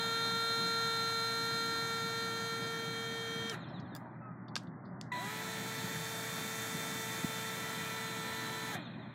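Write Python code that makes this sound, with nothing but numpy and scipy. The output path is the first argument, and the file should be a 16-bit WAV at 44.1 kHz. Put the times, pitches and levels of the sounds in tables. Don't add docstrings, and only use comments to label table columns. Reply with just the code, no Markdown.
import sys
import numpy as np
from scipy import signal
from scipy.fft import rfft, irfft, next_fast_len
from scipy.io import wavfile
from scipy.ndimage import uniform_filter1d

SR = 44100
rng = np.random.default_rng(int(sys.argv[2]) if len(sys.argv) > 2 else 0)


def store_wav(level_fs):
    pcm = np.round(np.clip(np.atleast_2d(level_fs), -1, 1) * 32767)
    wavfile.write(sys.argv[1], SR, pcm.T.astype(np.int16))


N = 403074

# on_s, off_s, coast_s, tone_fade_db_per_s
RUNS = [(-1, 3.515, .42, 200), (5.117, 8.72, .52, 30)]
SPIN_UP_S, JOLT_S = .056, .022


def amp(db):
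    return 10 ** (np.asarray(db) / 20)


def unit(x):
    return x / np.sqrt(np.mean(x ** 2) + 1e-20)


def curve(points):
    return np.interp(np.arange(N) / SR, *np.transpose(points))


def since(start_s):
    return np.maximum(np.arange(N) / SR - start_s, 0)


def gate(on, off, fade_s):
    t = np.arange(N) / SR
    return np.clip(np.minimum(t - on, off + fade_s - t) / fade_s, 0, 1)


def wobble(rate, count=N):
    points = rng.standard_normal(int(count * rate / SR) + 2)
    return np.interp(np.arange(count) * rate / SR, np.arange(len(points)), points)


def bell(hz, centre_hz, octaves, steepness=2):
    return np.exp(-.5 * (np.log2(hz / centre_hz) / octaves) ** steepness)


def filtered(x, response):
    size = next_fast_len(len(x) + 8192)
    return irfft(rfft(x, size) * response(np.fft.rfftfreq(size, 1 / SR)), size)[:len(x)]


def noise(spectrum, patchy_db):
    pitches, levels = np.transpose(spectrum)
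    grid = signal.stft(rng.standard_normal(N), nperseg=512)[2]
    patches = uniform_filter1d(rng.standard_normal(grid.shape), size=6, axis=0)
    patches = uniform_filter1d(patches, size=12, axis=1)
    x = signal.istft(grid * amp(patchy_db * unit(patches)), nperseg=512)[1][:N]
    colour = lambda hz: amp(np.interp(np.log(hz + 1), np.log(pitches + 1), levels, -120, -120))
    return unit(filtered(x, colour))


def tone(phase, db, flutter_db):
    gain = np.sqrt(2) * amp(db + flutter_db * wobble(25, len(phase)))
    return gain * np.sin(phase + rng.uniform(0, 2 * np.pi))


def traffic():
    # pitch_hz, relative_db
    rumble = [(15, -84.5), (25, -45.5), (90, -11.5), (108, -9), (174, 0), (366, -12.5), (438, -20.5),
              (515, -21), (580, -16), (1170, -19), (1290, -22), (1370, -21), (2010, -26.5), (3000, -86),
              (3900, -110), (6600, -120)]
    return amp(-47 + .85 * wobble(3.03)) * noise(rumble, patchy_db=1.5)


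def mains_hum():
    return tone(2 * np.pi * np.cumsum(120 + 1.3 * wobble(6)) / SR, db=-54.5, flutter_db=1)


def whistles():
    # start_s, length_s, from_hz, to_hz, level_db
    glides = [(3.908, .07, 1700, 1700, -60), (4.19, 0.17, 1330, 1220, -56.5), (4.2, 0.098, 2600, 2550, -77)]
    x = np.zeros(N + SR)
    for start_s, length_s, from_hz, to_hz, db in glides:
        progress = np.linspace(0, 1, round(length_s * SR))
        phase = 2 * np.pi * np.cumsum(from_hz * (to_hz / from_hz) ** progress) / SR
        swell = np.sqrt(2) * amp(db) * np.sin(np.pi * progress) ** 1.2
        x[round(start_s * SR):][:len(swell)] += swell * np.sin(phase)
    return x[:N] * amp(4.3 * wobble(110))


def hand_bumps():
    # start_s, level_db, base_pitch_hz, length_s
    bumps = [(5.837, -31, 199.6, 0.021), (6.745, -32, 200.5, 0.02), (7.2434, -20.5, 253, 0.01),
             (8.75, -33, 200.2, .014)]
    x = np.zeros(N + SR)
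    for start_s, db, hz, length_s in bumps:
        progress = np.linspace(0, 1, round(length_s * SR))
        swing = np.sin(2 * np.pi * np.cumsum(hz * (1.2 - .84 * progress)) / SR)
        swell = 2.14 * amp(db) * progress ** .68 * (1 - progress) ** .99
        x[round(start_s * SR):][:len(swell)] += swell * swing
    return x[:N]


def close_clicks():
    # start_s, level_db, centre_hz, width_octaves, ring_s (time to fall 60 dB)
    clicks = [(3.4967, -25, 5060, 0.59, .03), (3.685, -59, 5230, .08, .15), (3.799, -50, 4900, 0.29, 0.065),
              (3.9506, -31, 11000, 1.45, 0.027), (3.9625, -39, 11000, 1.9, 0.051),
              (4.483, -44, 4000, 0.21, 0.052), (4.5557, -20.5, 4240, 0.64, 0.02),
              (4.5639, -18.5, 3200, 0.72, 0.026), (4.572, -42, 5010, 0.82, 0.016),
              (4.5763, -32, 4500, 0.64, 0.032), (4.586, -51, 4500, 0.62, 0.024),
              (4.635, -59.5, 7000, .7, .02), (4.671, -55, 3670, 0.21, .06), (4.85, -59, 4300, 0.2, 0.15),
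              (5.013, -27.5, 4800, 0.49, 0.013)]
    # pitch_hz, relative_db
    notes = [(650, 1), (1270, 17), (1650, 11.5), (2800, -4.5), (3600, 0), (4450, -2.5), (4800, 1),
             (5300, -2.5), (6100, -12), (7000, -1.5), (8200, -15.5), (9300, -26), (12300, -14),
             (14000, -3.5)]
    x, t = np.zeros(N + SR), np.arange(SR // 5) / SR
    for start_s, db, centre_hz, octaves, ring_s in clicks:
        near = lambda hz: bell(hz + 1, centre_hz, octaves)
        detunes = 1 + rng.normal(0, .02, len(notes))
        ring = sum(near(hz) * amp(level + rng.normal(0, 3.4)) * np.sin(2 * np.pi * hz * detune * t)
                   for (hz, level), detune in zip(notes, detunes))
        grit = unit(filtered(rng.standard_normal(len(t)), near))
        blow = .13 * ring * amp(-60 * t / ring_s) + .23 * grit * amp(-120 * t / ring_s)
        blow /= np.max(np.abs(blow))
        tail = amp(-34.5 - 60 * t / .19) * grit
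        attack = 1 - np.exp(-t / (2.1 * ring_s ** 3))
        x[round(start_s * SR):][:len(t)] += amp(db) * attack * (blow + tail)
    return x[:N]


def boat_motion(run):
    # time_s, heading_degrees
    turns = [
        [(0, 0), (.7, 22), (1.5, 50), (2.2, 78), (2.8, 118), (3.5, 150)],
        [(5.12, -25), (5.8, 35), (6.4, 90), (7, 145), (7.6, 200), (8.2, 255), (8.72, 300)],
    ]
    on, off, coast_s, _ = RUNS[run]
    spin_up = 1 - np.exp(-since(on) / SPIN_UP_S)
    water_drag = (1 + since(off) / coast_s) ** -2.4
    return spin_up * water_drag, curve(turns[run])


def facing_db(heading, mean_db, swing_db, loudest_degrees):
    return mean_db + swing_db * np.cos(np.radians(heading - loudest_degrees))


def churn_levels(run, heading):
    # mean_db, swing_db, loudest_degrees
    directions = [
        [(-49.5, 1.4, 290), (-55, 2.1, 286), (-56.5, 4.6, 29)],
        [(-47.5, 0.35, 160), (-52, 0.68, 290), (-49.3, 2.2, 120)],
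    ]
    # jolt_db, standstill_loss_db, kick_db, drop_db, fade_after_1_s_db
    switching = [(7, 9, 6.5, 11, 12), (5, 5, 3.5, 6, 90), (12, 22, 2, 41, 25)]
    kick_s, drop_s = .03, .045
    on, off = RUNS[run][:2]
    after_kick = since(off + kick_s)
    for direction, (jolt, loss, kick, drop, fade) in zip(directions[run], switching):
        start_db = jolt * np.exp(-since(on) / JOLT_S) - loss * np.exp(-since(on) / SPIN_UP_S)
        kick_db = kick * np.clip(since(off) / kick_s, 0, 1)
        fall_db = (kick + drop) * (1 - np.exp(-after_kick / drop_s)) + fade * after_kick ** 2
        yield facing_db(heading, *direction) + start_db + kick_db - fall_db


def churn(run, speed_share, phase, drone_db, rasp_db, hiss_db):
    # pitch_hz, full_throttle_relative_db, part_throttle_relative_db
    hull_colour = [(296, -43.5, -36), (495, -11, -2), (740, 2.5, -1), (1140, -3, -2.5), (1480, 3, 1),
                   (1890, 2.5, 4.5), (2210, -8.5, -3.5), (2420, -3, 1), (2660, -34.5, -36)]
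    shaft_colour = [(2190, -27.5, -34), (2487, 3.5, 8), (2496, -0.5, -2.5), (3005, -7, -8.5),
                    (3180, 5, 1.5), (3500, -5, 0.5), (3700, 2.5, 0.5), (4220, 3.5, 2), (4500, -43.5, -36.5)]
    brush_colour = [(4000, -30.5, -34), (4400, -1, -4.5), (4860, -6.5, -7.5), (5540, -6, -4),
                    (6500, -1, -1.5), (8240, -4.5, -3), (8400, -8.5, -7), (11000, -5, -8),
                    (12000, -12.5, -8.5), (13400, -7, -7), (15900, -14.5, -13)]
    drone, rasp, hiss = (noise(np.array(colour)[:, [0, 1 + run]], patchy_db=1.08)
                         for colour in (hull_colour, shaft_colour, brush_colour))
    sparks = 1 + .25 * np.sin(phase) + .092 * np.sin(phase / 4)
    rattle_db = 3.5 * (1 - speed_share) * wobble(40)
    return amp(drone_db) * drone + amp(rasp_db + rattle_db) * rasp + amp(hiss_db) * unit(sparks * hiss)


def coasting(rate_hz, phase, off):
    # multiple of the contact rate, first_band_db, second_band_db
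    overtones = [(14.7, -60, -100), (19, -66, -100), (25, -59.5, -79), (32, -68, -100), (42, -63, -92),
                 (49.5, -80, -93), (64, -84, -110)]
    # centre_hz, width_octaves
    bands = [(3700, .16), (6900, .135)]
    x, free = np.zeros(N), slice(round(off * SR), round(off * SR) + SR)
    for multiple, *levels in overtones:
        gain = sum(amp(db) * bell(multiple * rate_hz[free], hz, octaves, steepness=4)
                   for db, (hz, octaves) in zip(levels, bands))
        x[free] += np.sqrt(2) * gain * np.sin(multiple * phase[free])
    chatter_db = 4 * wobble(110)
    return x * amp(chatter_db - 14.5 * since(off))


def speed_controller(motor_phase):
    # mean_db, swing_db, loudest_degrees
    directions = [(-61.5, 8.1, 285), (-55.5, 2.4, 237)]
    # level_db, fade_db_per_s, snap_db
    surges = [(-41.5, 65, 3), (-50, 44, 10)]
    # multiple, above_octave_db
    overtones = [(4, -19), (6, -35), (7, -38), (8, -35)]
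    # chop_multiple, motor_multiple, above_octave_db
    mixes = [(1, 1, -11), (1, 2, -10.5), (1, 3, -10), (2, 1, -11.5), (2, 2, -14), (1, 7, -21)]
    chop_hz = 986
    on, off = RUNS[1][:2]
    heading, age = boat_motion(1)[1], since(on)
    surge_dbs = [start - fade * age + snap * np.exp(-age / JOLT_S) for start, fade, snap in surges]
    base_db, octave_db = (20 * np.log10(amp(facing_db(heading, *direction)) + amp(surge_db))
                          for direction, surge_db in zip(directions, surge_dbs))
    phase = 2 * np.pi * chop_hz * np.arange(N) / SR
    x = tone(phase, base_db, flutter_db=1) + tone(2 * phase, octave_db, flutter_db=3)
    spun_up = np.clip(age / .21, 0, 1)
    edge_db = 18 * np.clip((.17 - age) / .11, 0, 1) * spun_up ** .2
    x += sum(tone(multiple * phase, octave_db + db + edge_db, flutter_db=4) for multiple, db in overtones)
    x += spun_up * sum(tone(chop * phase + spin * motor_phase, octave_db + db, flutter_db=3)
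                       for chop, spin, db in mixes)
    return gate(on, off, fade_s=.0028) * x


def whine(run, rate_hz, phase, heading, hiss_db):
    strong = [1, 2, 3, 4, 5, 6, 7, 8, 9, 10, 13, 14]
    # mean_db, swing_db, loudest_degrees
    directions = [
        [(-46, 0.6, 287), (-63, 10, 31), (-46.8, 8, 25), (-48.5, 1.5, 20), (-52, 1, 5), (-67, 5.5, 15),
         (-46, 7.5, 242), (-46.5, 6, 311), (-49.4, 8.5, 15), (-66.5, 6.5, 64), (-63.5, 2, 150),
         (-62.5, 4.5, 40)],
        [(-52.5, 0.4, 140), (-57.5, -0.3, 113), (-52.5, 1.2, 220), (-54, 3.5, 290), (-56, 0, 240),
         (-64, 1.5, 120), (-60.5, 1.5, 187), (-53.5, 3.5, 145), (-59.5, 5, 296), (-60.5, 2.5, 57),
         (-70, 3.7, 98), (-79, 2.2, 194)],
    ]
    # multiple, full_throttle_above_hiss_db, part_throttle_above_hiss_db
    faint = [(1.5, -11.5, -13.5), (2.5, -13.5, -17), (3.5, -4, -17), (6.5, -16.5, -35), (8.5, -19, -32),
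             (11, -12.5, -26), (12, -15, -22), (15, -11, -18), (16, -15.5, -22.5), (17, -18, -26),
             (18, -18, -30)]
    on, off, _, fade_db_per_s = RUNS[run]
    x, live = np.zeros(N), slice(max(round(on * SR), 0), round((off + .5) * SR))
    rate_hz, phase, heading, hiss_db = rate_hz[live], phase[live], heading[live], hiss_db[live]
    lag_db = 4 * np.exp(-since(on)[live] / .1)
    for multiple, direction in zip(strong, directions[run]):
        rocking_db = .7 * wobble(3, len(phase))
        boom_db = 12 * bell(multiple * rate_hz + 1, centre_hz=720, octaves=.16)
        fade_db = (fade_db_per_s + 65 * (multiple - 1)) * since(off)[live]
        db = facing_db(heading, *direction) + rocking_db + boom_db - multiple * lag_db - fade_db
        x[live] += tone(multiple * phase, db, flutter_db=.44 + .09 * multiple)
    x[live] += sum(tone(multiple * phase, hiss_db + levels[run], flutter_db=3)
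                   for multiple, *levels in faint)
    return x


def motor():
    # time_s, contact_rate_hz
    speeds = [
        [(0, 457.3), (.45, 458.5), (.72, 458.2), (.99, 456.6), (1.26, 456.8), (1.5, 458.3), (1.9, 457),
         (2.2, 457), (2.32, 456.1), (2.45, 457.1), (2.7, 456.3), (3.5, 456.2)],
        [(5.4, 444), (5.7, 444.8), (6.25, 447.8), (6.4, 446.6), (6.5, 447.3), (7, 446.3), (7.35, 445.4),
         (7.75, 446), (8.05, 447.4), (8.3, 445.6), (8.72, 443.5)],
    ]
    x = np.zeros(N)
    for run, (on, off, *_) in enumerate(RUNS):
        speed_share, heading = boat_motion(run)
        rate_hz = speed_share * curve(speeds[run]) * (1 + .0005 * wobble(30))
        phase = 2 * np.pi * np.cumsum(rate_hz) / SR
        drone_db, rasp_db, hiss_db = churn_levels(run, heading)
        rush = churn(run, speed_share, phase, drone_db, rasp_db, hiss_db)
        tones = whine(run, rate_hz, phase, heading, hiss_db)
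        x += gate(on, off + 1.1, fade_s=.0055) * (tones + rush) + coasting(rate_hz, phase, off)
    return x + speed_controller(phase)


def scene():
    return np.tile(motor() + whistles() + close_clicks() + hand_bumps() + mains_hum() + traffic(), (2, 1))


def record(dry):
    bass_hz, top_hz = 65, 15843
    response = lambda hz: np.clip((top_hz - hz) / 90, 0, 1) * hz ** 4 / (hz ** 4 + bass_hz ** 4)
    return np.tile(filtered(dry[0], response), (2, 1))


dry = scene()
out = record(dry)
store_wav(out)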